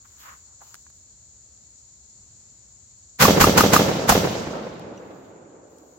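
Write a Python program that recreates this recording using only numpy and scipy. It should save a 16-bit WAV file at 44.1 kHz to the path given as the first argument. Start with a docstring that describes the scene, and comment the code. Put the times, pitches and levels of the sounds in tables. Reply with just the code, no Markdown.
"""Five shotgun blasts in a forest clearing

A step from the microphone, the shooter shifts his stance, clicks the safety off and fires five quick
shots from a semi-automatic. Each burst of muzzle gas is followed by a smack from the target, slaps from
the nearest trunks and a long roll through the woods. Far off to the left insects buzz, pushed down by
the gain control when the gun fires."""
import sys
import numpy as np
from scipy import signal
from scipy.fft import rfft, irfft, next_fast_len
from scipy.io import wavfile
from scipy.ndimage import uniform_filter1d

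SR = 44100
rng = np.random.default_rng(int(sys.argv[2]) if len(sys.argv) > 2 else 0)


def unload_audio(sound):
    """Save the sound as a 16-bit wav file, at the path given as the first command line argument."""
    columns = np.transpose(np.atleast_2d(sound))
    # keep every value between -1 and 1, then stretch to whole-number steps
    steps = np.round(np.clip(columns, -1, 1) * 32767)
    wavfile.write(sys.argv[1], SR, steps.astype(np.int16))


N = 263894
TIME = np.arange(N) / SR

# The shots. Each row: start in seconds, level of blast and echoes in dB, swell in seconds, then trims
# in dB for crack, bass and target smack, and the smack's pitch ratio.
SHOTS = [(3.2217, -4.5, .038, -7, -6.5, -5, 0.92), (3.41, 0.4, 0.02, 3, 3.5, 5.5, 1),
         (3.5768, 1.5, 0.015, 7, -.5, 5, 1), (3.7332, 0.26, 0.027, 7, -2, 5, 0.96),
         (4.092, 0, 0.025, 8, 0, 1, 0.58)]
# A shot's bands. Each row: centre in Hz, blast in dB, its t60 in seconds, roll in dB, its t60 in seconds.
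SHOT_BANDS = [(50, -9.5, 0.23, -21.5, 2.8), (92.5, -10, 0.33, -12, 3.7), (202, -7, 0.38, -3.5, 3.6),
              (305, -22, 0.13, -11, 6.5), (505, -12, 0.54, -4.5, 5.22), (740, -11, 0.22, -9, 4.76),
              (1210, -4, 0.21, -11.5, 4.6), (2000, -5, 0.15, -12, 3.34), (3200, -8.5, 0.31, -9, 2.51),
              (6040, -6, 0.32, -7.5, 1.95), (9260, -15.5, 0.22, -17, 1.1), (13800, -4, 0.35, -10.5, 1.2)]
# Ringing modes of the gun's action, the target and the spent shell.
# Each row: frequency in Hz, relative level in dB, t60 in seconds.
ACTION_MODES = [(2130, -3.5, 0.66), (2310, -8.5, 0.19), (3340, 3, 0.4), (3180, -3, 0.48), (5720, -0.5, .45),
                (6110, -9.5, 0.46)]
TARGET_MODES = [(1219, 0, 0.027), (950, -18, 0.0054), (302, -5, 0.016), (2720, -19, 0.019)]
SHELL_MODES = [(2840, 5, 0.028), (3770, -12, 0.026), (6030, -3, 0.034), (5920, 5.5, 0.041)]
# Clear echoes off big trunks and banks. 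Each row: delay in seconds, relative level in dB, pitch in Hz.
ECHOES = [(.0612, 5, 600), (.0658, 6, 260), (.0763, 4, 310), (.0867, 4.5, 250), (.153, 1, 197),
          (.159, -1.5, 328.4), (.182, 0.5, 400), (.263, -7, 380), (.383, -6, 262), (.464, -6.5, 480),
          (.579, -12, 382)]
# Broad swells off dense stands of trees. Each row: delay in seconds, half length in seconds, lift in dB.
GROVES = [(.163, 0.005, 10.5), (.465, 0.044, 6.5), (.575, 0.024, 5), (.81, .04, 3.5), (1.02, .03, 2.5)]
# Boots on dry ground. Each row: middle in seconds, half length in seconds, level in dB, pitch in Hz.
SCUFFS = [(0.054, 0.0093, -57, 1440), (.235, 0.24, -65.5, 1400), (0.287, 0.055, -45.5, 1440),
          (0.512, 0.036, -64.5, 1050), (0.62, 0.012, -49.5, 1060), (0.693, 0.072, -61, 1120),
          (0.867, 0.002, -49, 1350)]
# A scuff's spectrum. Each row: multiple of its pitch, relative level in dB.
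SCUFF_COLOUR = [(.2, -24), (.5, -11), (.8, 2.5), (1, 0), (1.3, -3.5), (1.8, -14), (4, -43), (8, -39)]
# Sleeves, one rustle for each move of the arms. Each row: start in seconds, length in seconds, level in dB.
RUSTLES = [(0.064, 0.1, -64), (0.202, 0.03, -50), (0.23, .06, -58), (0.647, 0.083, -58), (.945, .015, -71),
           (5.015, .24, -59.5), (5.741, 0.19, -60.5)]
# Safety, sling and fittings. Each row: start in seconds, relative peak in dB, t60 in seconds, treble in dB.
CLICKS = [(.2895, -36, .012, -9), (0.33, -41, .01, -1), (0.7434, -23, 0.0093, 0), (0.7526, -33, 0.0099, 5),
          (.825, -44, .012, 18), (0.9018, -41, 0.0092, 6), (4.74, -34, .02, 15), (4.795, -28, 0.015, 14),
          (5.493, -45, 0.016, 0), (5.784, -37, .02, 17)]
# Spectra of the blast's hard front, clicks, cloth, insects and air.
# Each row: frequency in Hz, relative level in dB.
CRACK_COLOUR = [(300, -15.5), (800, 2.5), (1200, 4), (1700, -7.5), (2600, -27), (6000, -13), (14000, -22)]
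CLICK_COLOUR = [(200, -27), (700, -12), (1550, 1.5), (2400, -17), (5000, -10), (9500, -17), (13000, -18),
                (16000, -27)]
CLOTH_COLOUR = [(1500, -22), (3000, -7), (6000, -6), (9500, -17), (13000, -5.5), (16000, -6.5)]
INSECT_COLOUR = [(1940, -63.5), (3300, -25.5), (3600, -23.5), (4220, -13), (5250, -18.5), (5680, -11),
                 (6350, -8.5), (6710, -1), (7030, 3.5), (7890, -10.5), (8990, -34.5), (9370, -43),
                 (10000, -50.5), (13000, -90), (22000, -120)]
AIR_COLOUR = [(15, -40.5), (25, -19), (69, -1), (123, -6.5), (145, -15), (227, -14.5), (262, -19.5),
              (290, -20), (657, -22), (713, -23), (3300, -33), (4290, -70.5), (7260, -120)]
# Stereo width of the shots and of the quiet clearing. Each row: frequency in Hz, side minus mid in dB.
SHOT_WIDTH = [(60, -11), (125, -17.5), (250, -9.5), (500, -5), (1200, 0), (2200, -0.5), (14000, 0.5)]
CLEARING_WIDTH = [(60, -17.5), (110, -14.5), (200, -11), (380, -3.5), (700, 0.5), (1290, 1.5), (2380, 0.5),
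                  (4400, 4.5), (8120, 1.5), (15000, 0)]


def shotgun(fresh_db=-3, action_delay_s=0.055, action_db=-24, target_delay_s=0.0302, target_db=7.5):
    """Each blast is partly the gun's own signature and partly new; the same trees answer every one."""
    out = np.zeros((2, N))
    aftermath = forest_roll()
    add(aftermath, 0, trunk_slaps())
    add(aftermath, action_delay_s, undb(action_db) * ring(ACTION_MODES, TIME[:SR // 2]))  # bolt cycles
    signature = rng.standard_normal((2, SR // 2))
    lead_s = signature.shape[-1] / SR / 2
    for start_s, db, swell_s, crack_db, bass_db, smack_db, pitch in SHOTS:
        turbulence = signature + undb(fresh_db) * rng.standard_normal(signature.shape)
        add(out, start_s - lead_s, undb(db) * muzzle_blast(swell_s, bass_db, turbulence))
        add(out, start_s, undb(crack_db) * crack(turbulence))
        add(out, start_s + target_delay_s, undb(target_db + smack_db) * target_smack(pitch))
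        add(out, start_s, undb(db) * aftermath)
    return out


def muzzle_blast(swell_s, bass_db, turbulence, hold_s=0.007, front_db=-5.5):
    """Muzzle gas a step away swells quickly, holds and dies; it peaks in the middle of the array."""
    size = turbulence.shape[-1]
    t = (np.arange(size) - size // 2) / SR
    gas = split(spread(turbulence, SHOT_WIDTH))
    front = np.where(t < 0, undb(front_db) * np.clip(1 + t / swell_s, 0, 1) ** 2, 1)
    dying_s = np.maximum(t - hold_s, 0)
    return front * sum(band * undb(db + bass_db * (hz < 130)) * fade(dying_s, t60)
                       for band, (hz, db, t60, _, _) in zip(gas, SHOT_BANDS))


def crack(turbulence, trim_db=-1, length_s=0.016, drive=1.2, late_s=0.001):
    """The shock front overloads the microphone: a short, flat-topped burst with an instant start."""
    t = TIME[:SR // 30]
    burst = colour(spread(turbulence[:, :len(t)], SHOT_WIDTH), CRACK_COLOUR)
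    envelope = (t > late_s) * np.exp(-(t / length_s) ** 3)
    return undb(trim_db) * unit(np.tanh(drive * burst)) * envelope


def target_smack(pitch, push_s=0.002, rise_s=0.0007, rough=0.55):
    """Downrange, the charge lands over a few milliseconds and drives a short ring, never twice alike."""
    t = TIME[:SR // 10]
    detune = pitch * (1 + 0.025 * rng.standard_normal(len(TARGET_MODES)))
    note = sum(undb(db) * np.sin(2 * np.pi * hz * ratio * t) * fade(np.maximum(t - push_s, 0), t60)
               for (hz, db, t60), ratio in zip(TARGET_MODES, detune))
    splinters = colour(rng.standard_normal((2, len(t))), CRACK_COLOUR)
    return np.minimum(t / rise_s, 1) * (note + rough * splinters * fade(t, t60=0.042))


def trunk_slaps(edge=0.7, snap_db=-7, snap_loss_db_per_s=22, side_lead_s=0.00014):
    """Near trunks return the blast as a push and a pull with a little crack, which distance wears off."""
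    out = np.zeros((2, SR))
    t = np.arange(-SR // 100, SR // 100) / SR
    snap_colour = [(300, -15.5), (700, -1.5), (1400, -12), (3500, -18), (7000, -34.5), (10000, -47.5)]
    for k, (delay, db, hz) in enumerate(ECHOES):
        phase = 2 * np.pi * hz * t
        steep_front = edge * np.tanh(4 * phase) * np.exp(-np.abs(phase))
        wave = -(np.sin(phase) + steep_front) * np.exp(-(phase / 2.73) ** 2)
        grain = colour(rng.standard_normal(len(t)), snap_colour)
        snap = undb(snap_db - snap_loss_db_per_s * delay) * grain * np.exp(-(t / 0.0035) ** 2)
        lead_s = side_lead_s * (-1) ** (k + 1)  # trunks stand on either side: one channel hears it first
        for channel, sign in zip(out, (-1, 1)):
            add(channel, delay + t[0] + sign * lead_s / 2, undb(db) * (wave + snap))
    return out


def forest_roll(build_s=0.074, near_s=0.092, trunks_per_s=900, trunk_db=-1, leaf_db=-4.5, bark_hz=750):
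    """Deeper in, trunks scatter separate low echoes and leaves a hiss; distance thins and dulls both."""
    t = TIME[:3 * SR]
    leaves = rng.standard_normal((2, len(t)))
    trunks = unit(rng.standard_normal((2, len(t))) * (rng.random((2, len(t))) < trunks_per_s / SR))
    trunks = signal.sosfilt(signal.butter(2, bark_hz, fs=SR, output="sos"), trunks)
    scatter = split(spread(undb(leaf_db) * leaves + undb(trunk_db) * trunks, SHOT_WIDTH))
    reach = (1 - np.exp(-t / build_s)) / (1 + t / near_s)
    grove_db = sum(db * np.exp(-((t - delay) / half_s) ** 2) for delay, half_s, db in GROVES)
    out = 0
    for band, (hz, _, _, db, t60) in zip(scatter, SHOT_BANDS):
        flicker_db = 1.9 * wander(rate_hz=55)[:len(t)]
        swell_db = grove_db * (250 < hz < 1500)  # the range that groves reflect best
        out = out + band * undb(db + flicker_db + swell_db) * fade(t, t60)
    return reach * out


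def handling(click_trim_db=-1, grit_db=3.5, shell_s=4.9768, shell_db=-40):
    """Close to the microphone: cloth and gritty scuffs, clicks from the gun, a spent shell landing."""
    grains = np.minimum(rng.exponential(size=N), 5)
    grit = spread(rng.standard_normal((2, N)) * undb(grit_db * grains), CLEARING_WIDTH)
    sleeve_power = sum((undb(db) * rustle(start_s, length_s)) ** 2 for start_s, length_s, db in RUSTLES)
    out = np.sqrt(sleeve_power) * colour(grit, CLOTH_COLOUR)
    for middle_s, half_s, db, hz in SCUFFS:
        scrape = colour(grit[:, :SR], [(hz * ratio, level) for ratio, level in SCUFF_COLOUR])
        add(out, 0, undb(db) * scrape * np.exp(-((TIME[:SR] - middle_s) / half_s) ** 2))
    t = TIME[:SR // 20]
    for start_s, db, t60, treble_db in CLICKS:
        tone = [(hz, level + treble_db * (hz > 4000)) for hz, level in CLICK_COLOUR]
        click = colour(rng.standard_normal((2, len(t))), tone) * fade(t, t60)
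        add(out, start_s, undb(db + click_trim_db) * click / np.abs(click).max())
    add(out, shell_s, undb(shell_db) * ring(SHELL_MODES, t))
    return out


def rustle(start_s, length_s):
    """Level of one rub of cloth: it swells, holds while the arm moves, and dies as the cloth settles."""
    t = TIME - start_s
    rise_s = 0.013 + 0.24 * length_s  # a longer move starts more gently
    return np.exp(-(np.minimum(t, 0) / rise_s) ** 2) * fade(np.maximum(t - length_s, 0), t60=0.48)


def woods(insect_db=-51.5, insect_left_db=4, air_db=-60, hiss_db=-81.5):
    """Far to the left, insects too many to tell apart, over a low murmur of air and a faint hiss."""
    chorus = colour(rng.standard_normal((2, N)), INSECT_COLOUR) * pan(insect_left_db)
    air = colour(spread(rng.standard_normal((2, N)), CLEARING_WIDTH), AIR_COLOUR)
    chorus *= undb(insect_db - 1.14 * wander(rate_hz=1.8) + 0.7 * wander(rate_hz=70))  # swell, flutter
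    hiss_colour = [(2000, -7.5), (9500, -7.5), (12500, 0), (16000, -1.5), (18000, -26.5)]
    hiss = colour(rng.standard_normal((2, N)), hiss_colour)
    air *= undb(air_db + 0.77 * wander(rate_hz=3.9))
    return chorus + air + undb(hiss_db) * hiss


def undb(db):
    """Decibels to gain."""
    return 10 ** (np.asarray(db) / 20)


def unit(x):
    """Scale to rms 1."""
    return x / np.sqrt(np.mean(x ** 2))


def pan(left_db):
    """Channel gains that put the left this far above the right."""
    return undb(np.array([[left_db], [-left_db]]) / 2)


def fade(t, t60):
    """Exponential decay that loses 60 dB in t60."""
    return np.exp(-np.log(1000) * t / t60)


def along(points, size):
    """(Hz, value) points joined on a log axis, read at the bins of a signal of this size."""
    hz, value = np.transpose(points)
    return np.interp(np.log(np.fft.rfftfreq(size, 1 / SR) + 1), np.log(hz), value)


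def colour(x, points):
    """Filter by a (Hz, dB) spectrum; rms 1."""
    size = next_fast_len(x.shape[-1], True)
    return unit(irfft(rfft(x, size) * undb(along(points, size)), size)[..., :x.shape[-1]])


def spread(pair, width):
    """Two unrelated signals become left and right, alike in the bass and apart in the treble."""
    size = pair.shape[-1]
    mid, side = rfft(pair)
    share = undb(along(width, size))
    return irfft(np.array([mid + share * side, mid - share * side]) / np.sqrt(1 + share ** 2), size)


def split(x):
    """The overlapping bands of a shot, each at rms 1."""
    size = x.shape[-1]
    centres = [row[0] for row in SHOT_BANDS]
    above_rumble = 1 - np.exp(-(np.fft.rfftfreq(size, 1 / SR) / 30) ** 2)
    spectrum = rfft(x) * above_rumble
    triangles = [along(list(zip(centres, pick)), size) for pick in np.eye(len(centres))]
    return [unit(irfft(spectrum * np.sin(np.pi / 2 * triangle) ** 2, size)) for triangle in triangles]


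def ring(modes, t):
    """Decaying modes of a struck thing."""
    return sum(undb(db) * np.sin(2 * np.pi * hz * t) * fade(t, t60) for hz, db, t60 in modes)


def add(out, start_s, x):
    """Mix x into out from a given time on."""
    i = int(round(start_s * SR))
    out[..., i:i + x.shape[-1]] += x[..., :out.shape[-1] - i]


def wander(rate_hz):
    """A smooth random curve with a spread near 1."""
    knots = rng.standard_normal(1024)
    return np.interp(TIME * rate_hz, np.arange(len(knots)), knots)


def scene():
    """The clearing from the microphone's place: gun and shooter close, woods all round."""
    return shotgun() + handling() + woods()


def record(dry, low_hz=35, top_hz=15900, limit_db=-8, release_db_per_s=5, left_db=-1, ceiling=1.7):
    """The microphone loses both extremes; gain drops on a blast and creeps back; peaks are rounded."""
    dry = signal.sosfilt(signal.butter(3, low_hz, "high", fs=SR, output="sos"), dry)
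    power = uniform_filter1d(np.mean(dry ** 2, axis=0), size=530)  # over 12 ms
    level_db = 10 * np.log10(np.abs(power) + 1e-12)
    recovery_db = release_db_per_s * TIME
    held_db = np.maximum.accumulate(level_db + recovery_db) - recovery_db
    ducked = dry * undb(np.minimum(limit_db - held_db, 0)) * pan(left_db)
    rounded = ceiling * np.tanh(ducked / ceiling)
    return signal.sosfilt(signal.ellip(10, 0.2, 80, top_hz, fs=SR, output="sos"), rounded)


dry = scene()
out = record(dry)
unload_audio(out)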